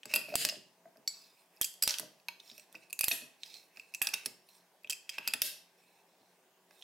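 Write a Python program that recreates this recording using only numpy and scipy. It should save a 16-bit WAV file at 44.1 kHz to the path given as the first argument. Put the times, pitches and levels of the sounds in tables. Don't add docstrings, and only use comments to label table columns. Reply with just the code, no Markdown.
import sys
import numpy as np
from scipy import signal
from scipy.io import wavfile
from scipy.ndimage import uniform_filter1d, minimum_filter1d

SR = 44100
rng = np.random.default_rng(int(sys.argv[2]) if len(sys.argv) > 2 else 0)


def inscribe(sig):
    pcm = np.round(np.clip(np.atleast_2d(sig).T, -1, 1) * 32767)
    wavfile.write(sys.argv[1], SR, pcm.astype(np.int16))


def amplitude_ratio(level_db):
    exponent = np.asarray(level_db, float) / 20
    return 10 ** exponent


N = 301203


def evened(x):
    return x / np.sqrt(np.mean(x ** 2) + 1e-20)


def read(points, hz):
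    f, value = np.transpose(points)
    return np.interp(np.log(hz + 1), np.log(f + 1), value)


def add(mix, s, sound):
    part = mix[round(s * SR):][:len(sound)]
    part += sound[:len(part)]


def band(x, lo_hz, hi_hz):
    edges_hz = [lo_hz, min(hi_hz, SR / 2 - 100)]
    return signal.sosfilt(signal.butter(2, edges_hz, "band", fs=SR, output="sos"), x)


def ring(modes, t, luck, spread_db, detune, rise_s):
    hz, db, t60 = np.transpose(modes)[:, :, None]
    level_luck = luck[:len(modes), None]
    pitch_luck = luck[::-1][:len(modes), None]
    envelope = amplitude_ratio(db + spread_db * level_luck - 60 * t / t60)
    x = (envelope * np.sin(2 * np.pi * hz * (1 + detune * pitch_luck) * t)).sum(0)
    x = x * (1 - np.exp(-t / rise_s))
    return x / abs(x).max()


def resonate(x, peaks):
    return evened(sum(amplitude_ratio(db) * signal.lfilter(*signal.iirpeak(hz, hz / w, SR), x) for hz, w, db in peaks))


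def drift(span_s, count):
    steps = rng.standard_normal((count, N // 64 + 2))
    steps = uniform_filter1d(steps, size=round(span_s * SR / 64), axis=1)
    at = np.arange(steps.shape[1])
    return np.array([np.interp(np.arange(N) / 64, at, evened(row)) for row in steps])


def wander(x, peaks, bend, flicker_db):
    hz, width, db = np.transpose(peaks)
    moving_hz = hz[:, None] * (1 + bend * drift(.12, count=len(hz)))
    turn = np.exp(2j * np.pi * np.cumsum(moving_hz, axis=1) / SR)
    decay = np.exp(-np.pi * width / SR)
    out = [signal.lfilter([np.sqrt(1 - r)], [1, -r], x / w) * w for r, w in zip(decay, turn)]
    level = amplitude_ratio(db[:, None] + flicker_db * drift(0.05, count=len(hz)))
    return evened((level * np.real(out)).sum(0))


def air():
    # frequency in Hz, level in dB per Hz.
    tone = [(18, -75.5), (30, -51), (217, -14), (368, -9), (533, -9), (659, -8), (772, -8), (979, -9),
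            (1380, -19), (1490, -14), (4070, -20.5), (14800, -25.5), (16500, -24.5)]
    # frequency in Hz, left-right likeness from 0 to 1.
    likeness = [(60, 0.89), (240, 1.0), (950, 0.93), (3770, 0.26), (15000, 0.8)]
    # frequency in Hz, level in dB.
    appliance = [(177.6, -83), (376.8, -85.5), (651.4, -83.5)]
    tone_db = -69.5
    frames, hz = N // 256 + 5, np.fft.rfftfreq(1024, 1 / SR)
    a, b, c, d, patches = rng.standard_normal((frames, 513, 5)).T
    patches = uniform_filter1d(patches, size=12, axis=0)
    patches = evened(uniform_filter1d(patches, size=14, axis=1))
    same = np.clip(read(likeness, hz), -1, 1)[:, None]
    left = a + 1j * b
    right = same * left + np.sqrt(1 - same ** 2) * (c + 1j * d)
    z = np.array([left, right]) * amplitude_ratio(read(tone, hz)[:, None] + 1.8 * patches)
    hiss = evened(signal.istft(z, nperseg=1024, noverlap=768)[1][:, :N])
    waver = rng.standard_normal(N)
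    hum = sum(amplitude_ratio(db) * resonate(waver, [(f, 6.0, 0)]) for f, db in appliance)
    return amplitude_ratio(tone_db) * hiss + hum


def kitchen(x, shared):
    # frequency in Hz, reverberation t60 in seconds.
    decay = [(100, 0.61), (500, 0.36), (1500, 0.44), (3000, 0.42), (6000, 0.39), (11000, 0.31),
             (16000, 0.25)]
    taps = np.zeros((3, SR))
    slots = np.arange(300, SR - 20, 20)
    at = slots + rng.integers(0, 20, (3, len(slots)))
    np.put_along_axis(taps, at, rng.choice([-1., 1.], at.shape), 1)
    hz, t, z = signal.stft(taps, SR, nperseg=256)
    tail = signal.istft(z * amplitude_ratio(-60 * t / read(decay, hz)[:, None]), SR, nperseg=256)[1]
    tail = shared * tail[2] + np.sqrt(1 - shared ** 2) * tail[:2]
    return signal.fftconvolve(x[None], tail / np.linalg.norm(tail[0]), axes=1)[:, :N]


def counter():
    # start in seconds, hollow panel, low thud and board levels in dB.
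    passed_on = [(0.054, -52.5, -60, -53), (0.137, -34, -52, -38), (0.159, -41.5, -54.5, -44.5),
                 (0.353, -44.5, -44, -53.5), (0.448, -42.5, -56.5, -41), (0.487, -47.5, -73.5, -54),
                 (1.609, -61.5, -77, -60), (1.837, -54, -68.5, -53), (1.876, -41.5, -64, -35.5),
                 (1.995, -49, -58.5, -50), (2.285, -62, -85.5, -51.5), (2.745, -57.5, -63, -56),
                 (3.006, -54, -84, -71), (3.038, -54.5, -84, -46), (3.083, -49, -77.5, -48.5),
                 (3.111, -41.5, -57, -38.5), (3.774, -64, -74, -63), (4.016, -56, -70.5, -41),
                 (4.071, -55, -68, -46.5), (4.135, -56, -65.5, -44), (4.257, -53.5, -58, -50),
                 (4.896, -59.5, -76, -56.5), (5.182, -51, -64.5, -44.5), (5.275, -56, -62.5, -46),
                 (5.337, -51, -60, -45.5), (5.417, -41, -55, -64), (0.958, -56, -76, -71),
                 (6.708, -66, -83, -63.5)]
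    # start in seconds, hollow panel and low thud levels in dB.
    bumps = [(0.106, -52.5, -67), (0.199, -72, -66), (0.284, -43.5, -57.5), (0.321, -43.5, -56.5),
             (0.339, -31.5, -61), (0.523, -43, -64), (0.564, -78, -61.5), (0.855, -48.5, -70),
             (0.978, -62, -71.5), (2.029, -47, -60), (2.513, -63, -67), (2.582, -58.5, -80.5),
             (3.219, -57, -63.5), (4.844, -59, -73.5), (6.2, -77, -75)]
    # frequency in Hz, level in dB, t60 in seconds.
    panel_modes = [(600.5, -0.21, 0.073), (660.5, -1.8, 0.075)]
    thud_modes = [(137, -5.5, 0.092), (212.8, 0, 0.092), (248.5, 5.5, 0.063), (326, 1, 0.084),
                  (432, 2, 0.078)]
    board_modes = [(880, -3, .022), (1200, -3, .018), (1600, 0, .02), (1950, -1, .018)]
    padded_db = -16.5
    out, t = np.zeros(N), np.arange(8000) / SR
    knocks = sorted(passed_on + [(s, panel_db, thud_db, panel_db + padded_db) for s, panel_db, thud_db in bumps])
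    luck = rng.standard_normal((len(knocks), 8))
    for (s, panel_db, thud_db, board_db), z in zip(knocks, luck):
        panel = amplitude_ratio(panel_db) * ring(panel_modes, t, z, 11.0, 0.013, 0.002)
        thud = amplitude_ratio(thud_db + 9.5) * ring(thud_modes, t, z, 0.94, .07, 0.041)
        board = amplitude_ratio(board_db + 10.0) * ring(board_modes, t, z, 0.37, 0.071, 0.00075)
        add(out, s, panel + thud + board)
    return out


def slides():
    # full contact in seconds, hold in seconds, handle hum, jaw rasp and fine hiss levels in dB.
    strokes = [(0.121, .01, -39.5, -45, -59.5), (0.295, 0.075, -43.5, -55.5, -59),
               (1.132, 0.13, -63, -57, -65.5), (1.296, 0.13, -67.5, -72, -70),
               (1.544, 0.066, -65.5, -77.5, -68.5), (2.443, 0.043, -68, -60, -62),
               (2.496, 0.011, -76, -49, -63), (2.548, 0.056, -61, -56, -59.5),
               (2.747, 0.0066, -66, -58, -64.5), (2.829, 0.0046, -57, -61.5, -82),
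               (3.463, 0.0055, -52, -47.5, -56), (3.503, 0.07, -54.5, -50, -62),
               (3.624, 0.036, -69, -72.5, -66), (3.773, .015, -55, -64.5, -63.5),
               (3.753, 0.28, -66, -67, -76), (4.183, .005, -38.5, -57, -64.5),
               (4.495, 0.085, -70, -60, -66.5), (5.143, 0.0041, -41, -52.5, -77),
               (5.23, 0.093, -45.5, -76, -69), (5.787, 0.22, -67.5, -70, -77),
               (6.099, 0.22, -81, -73.5, -92), (6.724, 0.063, -72, -65, -68.5),
               (6.798, .03, -75, -64, -64.5)]
    # frequency in Hz, width in Hz, level in dB.
    rasp_peaks = [(3750, 110, -2), (4150, 90, 1), (5050, 120, -4), (5550, 90, 0)]
    hiss_peaks = [(6950, 100, -3), (7600, 100, -2), (8600, 70, 3), (9900, 80, 0), (12200, 120, -3),
                  (13300, 120, -6)]
    grip_db_per_s, let_go_db_per_s = 329.5, 257.5
    t = np.arange(N) / SR
    grain = rng.standard_normal(N)
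    catch = amplitude_ratio(1.5 * np.minimum(rng.exponential(1, N), 3.5))
    catch = catch * (rng.random(N) < 900 / SR)
    slips = grain * (0.5 + catch)
    slips = evened(slips * amplitude_ratio(1.6 * drift(.006, count=1)[0]))
    hum = wander(slips, [(2600, 100, -2), (2350, 160, -10.5)], 0.0092, 3.6)
    rasp = wander(slips, rasp_peaks, .015, 4.0) + .4 * evened(band(slips, 3200, 8000))
    hiss = wander(slips, hiss_peaks, .008, 6.0) + .8 * evened(band(slips, 6500, 16000))
    power = np.zeros((3, N))
    for s, hold, *levels_db in strokes:
        loose_db = grip_db_per_s * np.maximum(s - t, 0) + let_go_db_per_s * np.maximum(t - s - hold, 0)
        power += amplitude_ratio(2 * np.array(levels_db))[:, None] * amplitude_ratio(-2 * loose_db)
    return amplitude_ratio(-9.5) * (np.sqrt(power) * (hum, rasp, hiss)).sum(0)


def rings():
    # start in seconds, frequency in Hz, level in dB.
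    loose = [(0.139, 11560, -24), (0.16, 11585, -22.5), (0.16, 4840, -24), (0.153, 7900, -30),
             (0.16, 10330, -29), (0.355, 6740, -19), (0.355, 10100, -20.5), (0.355, 11800, -24.5),
             (0.355, 4830, -14), (0.45, 5170, -24), (0.49, 2830, -30.5), (0.496, 5140, -27),
             (1.645, 4823, -30.5), (1.645, 7820, -33), (1.62, 3280, -30), (1.645, 10170, -37),
             (1.826, 4880, -24.5), (1.836, 4840, -22.5), (1.826, 7780, -24), (1.836, 5800, -33.5),
             (1.836, 10034, -31.5), (1.836, 11500, -26), (1.908, 5700, -30), (1.895, 4930, -27.5),
             (2.286, 2283, -38), (2.286, 4300, -40.5), (2.93, 7400, -43), (2.93, 7040, -44.5),
             (3.01, 4823, -32.5), (3.01, 11600, -24), (3.042, 7300, -34), (3.042, 10100, -30.5),
             (3.042, 11700, -26), (3.116, 5700, -26.5), (3.116, 3680, -29), (4.018, 7924, -31),
             (4.018, 10270, -29), (4.025, 12446, -25), (4.018, 4750, -33), (4.071, 5650, -30),
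             (4.071, 7924, -36.5), (4.071, 10150, -39), (4.14, 3740, -33), (4.14, 5685, -43),
             (4.26, 5470, -47), (4.9, 3156, -30.5), (4.906, 6374, -42), (4.906, 4880, -33.5),
             (4.906, 7830, -42), (5.093, 3170, -36.5), (5.093, 4960, -35.5), (5.093, 6158, -42.5),
             (5.277, 7235, -34.5), (5.277, 11400, -30.5), (5.277, 4850, -30), (5.338, 3540, -34),
             (5.338, 7666, -41), (5.338, 10140, -30.5), (5.42, 3700, -23), (5.42, 5770, -22)]
    # start in seconds,
    # frequency in Hz, level in dB, t60 in seconds.
    free = [(3.085, 11500, -23.5, 0.15), (0.355, 3050, -19, .015), (0.355, 9400, -24, .03),
            (1.614, 11500, -26, .05), (0.14, 2720, -24, .04), (5.42, 2690, -29.5, .03),
            (3.085, 5700, -27.5, .02), (1.942, 3200, -32, 0.016), (2.286, 940, -43.5, 0.04),
            (1.078, 4500, -32, 0.027), (0.161, 2720, -28, .04), (0.322, 596, -37.5, .15),
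            (1.078, 7795, -40, 0.27), (1.078, 7149, -45, .2), (1.078, 11025, -51, .15),
            (1.2, 4980, -66.5, .6), (5.42, 1593, -35.5, 0.048), (5.338, 1809, -39, 0.036)]
    loose_t60_s = 0.027
    out, t = np.zeros(N), np.arange(SR // 2) / SR
    for s, hz, db, t60 in [(*row, loose_t60_s) for row in loose] + free:
        cluster = [(hz, 0, t60), (1.008 * hz, -5, t60), (.99 * hz, -8, t60)]
        add(out, s, amplitude_ratio(db) * ring(cluster, t, np.zeros(3), 0, 0, .001))
    return out


def pliers():
    # start in seconds, level in dB.
    clink = (1.076, -17.5)
    # frequency in Hz, level in dB, t60 in seconds.
    modes = [(2236, -14, 0.032), (4180, -11, 0.02), (4520, 3, 0.019), (4970, -32.5, 0.88),
             (5400, -3.5, 0.021), (5730, -3, 0.022), (6900, -12.5, 0.026), (7280, -11, .04),
             (7970, -11, 0.049), (8840, -23, 0.035), (11400, -14.5, 0.026), (12360, -54, .5),
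             (14080, -12, 0.03)]
    out, t = np.zeros(N), np.arange(SR // 2) / SR
    crack = band(rng.standard_normal(len(t)) * np.exp(-t / 0.0024), 2000, 12000)
    metal = ring(modes, t, np.zeros(len(modes)), 0, 0, 0.00017)
    add(out, clink[0], amplitude_ratio(clink[1]) * (metal + 0.051 * crack))
    return out


def tools():
    # frequency in Hz, level in dB, t60 in seconds.
    handle_modes = [(2590, 0, .021), (2650, -3, .017), (2540, -6, .017), (2440, -16, .02)]
    jaw_modes = [(3280, -20, .01), (4850, -24, .012), (5820, -22, .008), (6400, -22, .008)]
    nut_modes = [(7800, -17, .008), (10100, -17, .008)]
    # start in seconds, handle ring in dB, jaw in dB, jaw pitch in Hz, nut in dB.
    on_rim = [(0.139, -12.5, -11, 5020, -10.5), (0.153, -36.5, -30, 4900, -20),
              (0.16, -25, -21, 4660, -18.5), (1.6137, -43.5, -19, 3170, -8.5),
              (1.631, -51, -25, 4960, -38.5), (1.823, -49.5, -33.5, 4500, -33.5),
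              (1.825, -47, -16, 5000, -11.5), (1.8355, -35.5, -23.5, 4900, -17),
              (2.929, -34, -32.5, 6570, -25.5), (2.9915, -35.5, -28, 4770, -19),
              (3.01, -27, -23, 5420, -13.5), (3.034, -28, -37.5, 4600, -31),
              (3.042, -25.5, -16, 5000, -10.5), (3.083, -19, -6, 4500, -1.5),
              (3.092, -35.5, -23.5, 3800, -23.5), (3.114, -19, -17.5, 4530, -34),
              (4.018, -16, -14, 2930, -9), (4.0245, -37, -27, 5670, -13), (4.071, -36, -17, 5190, -26),
              (5.276, -28.5, -17, 5200, -20), (6.71, -61, -57, 5400, -62)]
    on_body = [(0.033, -51.5, -36, 3000, -54.5), (0.056, -44.5, -37, 4800, -35),
               (0.341, -37, -33, 4840, -49), (0.4505, -32, -14, 5050, -15.5), (0.496, -50, -25, 5240, -45),
               (1.572, -63, -54.5, 5270, -76), (1.619, -47.5, -25, 3300, -30.5),
               (1.6215, -54, -31, 3380, -23.5), (1.648, -40.5, -32, 4870, -24),
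               (1.6443, -42, -28, 4860, -22), (1.89, -40, -16, 5160, -29.5), (2.402, -89, -39.5, 3830, -78),
               (2.597, -52, -48.5, 4400, -44), (2.752, -44, -44, 5300, -55), (3.434, -50, -29, 3740, -68),
               (3.542, -65, -37.5, 4200, -45), (3.7975, -38, -44, 4970, -47),
               (3.948, -34.5, -31.5, 5850, -28), (2.479, -75, -48.5, 5000, -60),
               (4.931, -33.5, -38, 5000, -31.5), (4.846, -37.5, -45, 3100, -56),
               (4.898, -54, -27, 3150, -20.5), (4.905, -35, -26.5, 4900, -24.5),
               (4.925, -35, -33, 4800, -31.5), (5.097, -58, -33.5, 5100, -34.5),
               (5.285, -28.5, -29, 4870, -32)]
    on_flat = [(0.355, -15, 4, 4760, 6.5), (1.877, -41, -6.5, 5570, -8), (1.8945, -29, -15, 5140, -27.5),
               (1.9075, -59, -20.5, 5600, -40), (1.941, -36.5, -24, 4920, -40),
               (1.985, -41.5, -21.5, 5910, -25), (2.5, -67, -40, 3650, -65), (2.515, -65, -42, 4790, -64),
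               (2.9, -55.5, -54.5, 4700, -45.5), (2.906, -54, -46, 4770, -44), (1.46, -85, -75, 4980, -64),
               (4.089, -32, -46.5, 4600, -32.5), (4.14, -25, -18, 5200, -20.5),
               (3.9395, -36.5, -39.5, 5230, -39), (4.26, -39.5, -21.5, 5400, -21.5),
               (4.91, -46, -29, 5120, -26.5), (5.093, -34, -30.5, 3050, -33.5),
               (5.337, -24, -20.5, 5150, -20.5), (6.815, -81, -51, 3130, -61), (6.824, -72, -37, 3400, -68)]
    on_corner = [(0.9715, -71, -54, 5180, -57), (1.565, -83.5, -60, 5400, -58),
                 (1.74, -69.5, -45, 4820, -43), (2.2, -64, -57, 4500, -63), (2.775, -80, -71, 5030, -60),
                 (4.835, -70, -62, 5000, -57), (5.1, -48, -35, 5160, -45), (5.21, -46, -54, 3280, -59),
                 (0.489, -34.5, -21, 5100, -28), (1.997, -59, -28.5, 5340, -21),
                 (2.285, -30, -28.5, 4220, -33.5), (2.58, -49, -43, 5530, -41.5),
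                 (2.727, -65.5, -54.5, 3250, -45), (2.755, -39, -49, 5160, -52.5),
                 (3.772, -43.5, -46, 5370, -55), (4.489, -59.5, -56, 4240, -53),
                 (0.292, -51.5, -42, 4800, -48.5), (4.874, -57.5, -42, 3100, -56),
                 (5.183, -37, -28.5, 2980, -46), (5.185, -30, -31.5, 5070, -39.5),
                 (5.419, -24.5, -5, 5184, -1.5)]
    extra_ticks = [
        (3.1176, -32, -25, 4300, -30),
        (4.2522, -60, -52, 4500, -44),
        (0.3605, -35.5, -20, 5000, -20),
        (4.1375, -30, -24.5, 5900, -30.5),
        (2.4, -60, -44, 3400, -58),
        (4.0485, -46, -40, 4800, -34.5),
        (3.22, -50, -44, 4400, -52),
        (0.556, -52, -40, 3200, -56),
    ]
    flat_hz = 9950
    places = (on_rim, 11350), (on_body, 7710), (on_flat, flat_hz), (on_corner, 11800)
    out, t = np.zeros((2, N)), np.arange(3000) / SR
    blows = sorted((*row, nut_hz) for rows, nut_hz in places for row in rows)
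    luck = rng.standard_normal((len(blows), 16 + 800))
    blows = blows + [(*row, flat_hz) for row in extra_ticks]
    luck = np.vstack([luck, -luck])
    snap = np.arange(len(t)) == 30
    burst = np.exp(-t[:800] / 0.0011) * (1 - np.exp(-t[:800] / 0.0026))
    for (s, handle_db, jaw_db, jaw_hz, nut_db, nut_hz), z in zip(blows, luck):
        crack = np.pad(z[16:] * burst, (0, len(t) - 800))
        clatter = amplitude_ratio(7.0 + .38 * (max(jaw_db, nut_db) + 25))
        crack = crack + .05 * clatter * snap
        crack = np.array([crack, np.linalg.norm(crack) * snap])
        handle = ring(handle_modes, t, z[:16], 3.0, .008, .0016) + .4 * band(crack, 1500, 3100)
        jaw = ring([(jaw_hz, 0, .005)] + jaw_modes, t, z[:16], 5.0, .025, .0004)
        jaw = jaw + clatter * (band(crack, 0.53 * jaw_hz, 1.26 * jaw_hz) + 1.35 * band(crack, 2160, 7800))
        nut = ring([(nut_hz, 0, .006)] + nut_modes, t, z[2:16], 5.0, .012, .0003)
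        nut_clatter = band(crack, 0.7 * nut_hz, 1.1 * nut_hz) + 1.5 * band(crack, 5460, 13680)
        nut = nut + 2.9 * clatter * nut_clatter
        blow = amplitude_ratio(handle_db) * handle
        blow = blow + amplitude_ratio(jaw_db) * jaw / abs(jaw[0]).max()
        blow = blow + amplitude_ratio(nut_db) * nut / abs(nut[0]).max()
        add(out.T, s - .0006, blow.T)
    return out


def scene():
    # time in seconds, left minus right in dB.
    where = [
        (0, -0.5),
        (2.901, -5),
        (3.1, -4),
        (3.6, -5.5),
        (4.1, -4),
        (5.401, -1.8),
        (6.8, -6),
    ]
    # delay in seconds, left and right levels in dB.
    echoes = [
        (.0011, -15.5, -29),
        (.0016, -17, -29),
        (.0047, -10.5, -27),
        (.0052, -19, -12),
        (.0085, -17, -20),
    ]
    blows, spread = tools()
    clink = pliers() + rings()
    drag = slides()
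    wood = counter()
    lean_db = np.interp(np.arange(N) / SR, *np.transpose(where))
    lean = amplitude_ratio(lean_db / 2 * np.array([[1], [-1]]))
    near = (blows + clink) * lean
    for s, left_db, right_db in echoes:
        add(near[0], s, amplitude_ratio(left_db) * (blows + clink))
        add(near[1], s, amplitude_ratio(right_db) * (blows + clink))
    wet = amplitude_ratio(-11.5) * kitchen(spread + clink + drag + amplitude_ratio(4.5) * wood, shared=.8)
    edge_hz = 15950
    steady = wet + air() + drag * lean
    steady = signal.oaconvolve(steady, signal.firwin(511, edge_hz, fs=SR)[None], "same")
    return near + wood + steady


def top_cut(x):
    return signal.sosfilt(signal.butter(12, 16970, fs=SR, output="sos"), x)


def record(dry):
    # start in seconds, peak in dB.
    overloads = [
        (0.355, -34),
        (0.449, -62),
        (1.613, -41),
        (1.876, -40),
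        (3.009, -47),
        (3.039, -48.5),
        (3.082, -41),
        (4.016, -46),
        (5.419, -44),
    ]
    x = signal.sosfilt(signal.butter(4, 95, "high", fs=SR, output="sos"), dry)
    peak_db = 20 * np.log10(-minimum_filter1d(-abs(x).max(0), size=61) + 1e-9)
    fall = np.arange(N) * 304.0 / SR
    over_db = np.maximum(np.maximum.accumulate(peak_db + fall) - fall + 12.0, 0)
    x = x / amplitude_ratio(uniform_filter1d(over_db, size=31))
    pops = np.zeros((2, N))
    kick = np.hanning(24)
    for k, (s, db) in enumerate(overloads):
        lean = .33 * (-1) ** (k // 2)
        add(pops[0], s, (1 + lean) * amplitude_ratio(db + 14.0) * kick)
        add(pops[1], s, (1 - lean) * amplitude_ratio(db + 13.5) * kick)
    mix = signal.oaconvolve(x + pops, signal.firwin(255, 16800, fs=SR)[None], "same")
    return top_cut(mix)


dry = scene()
out = record(dry)
inscribe(out)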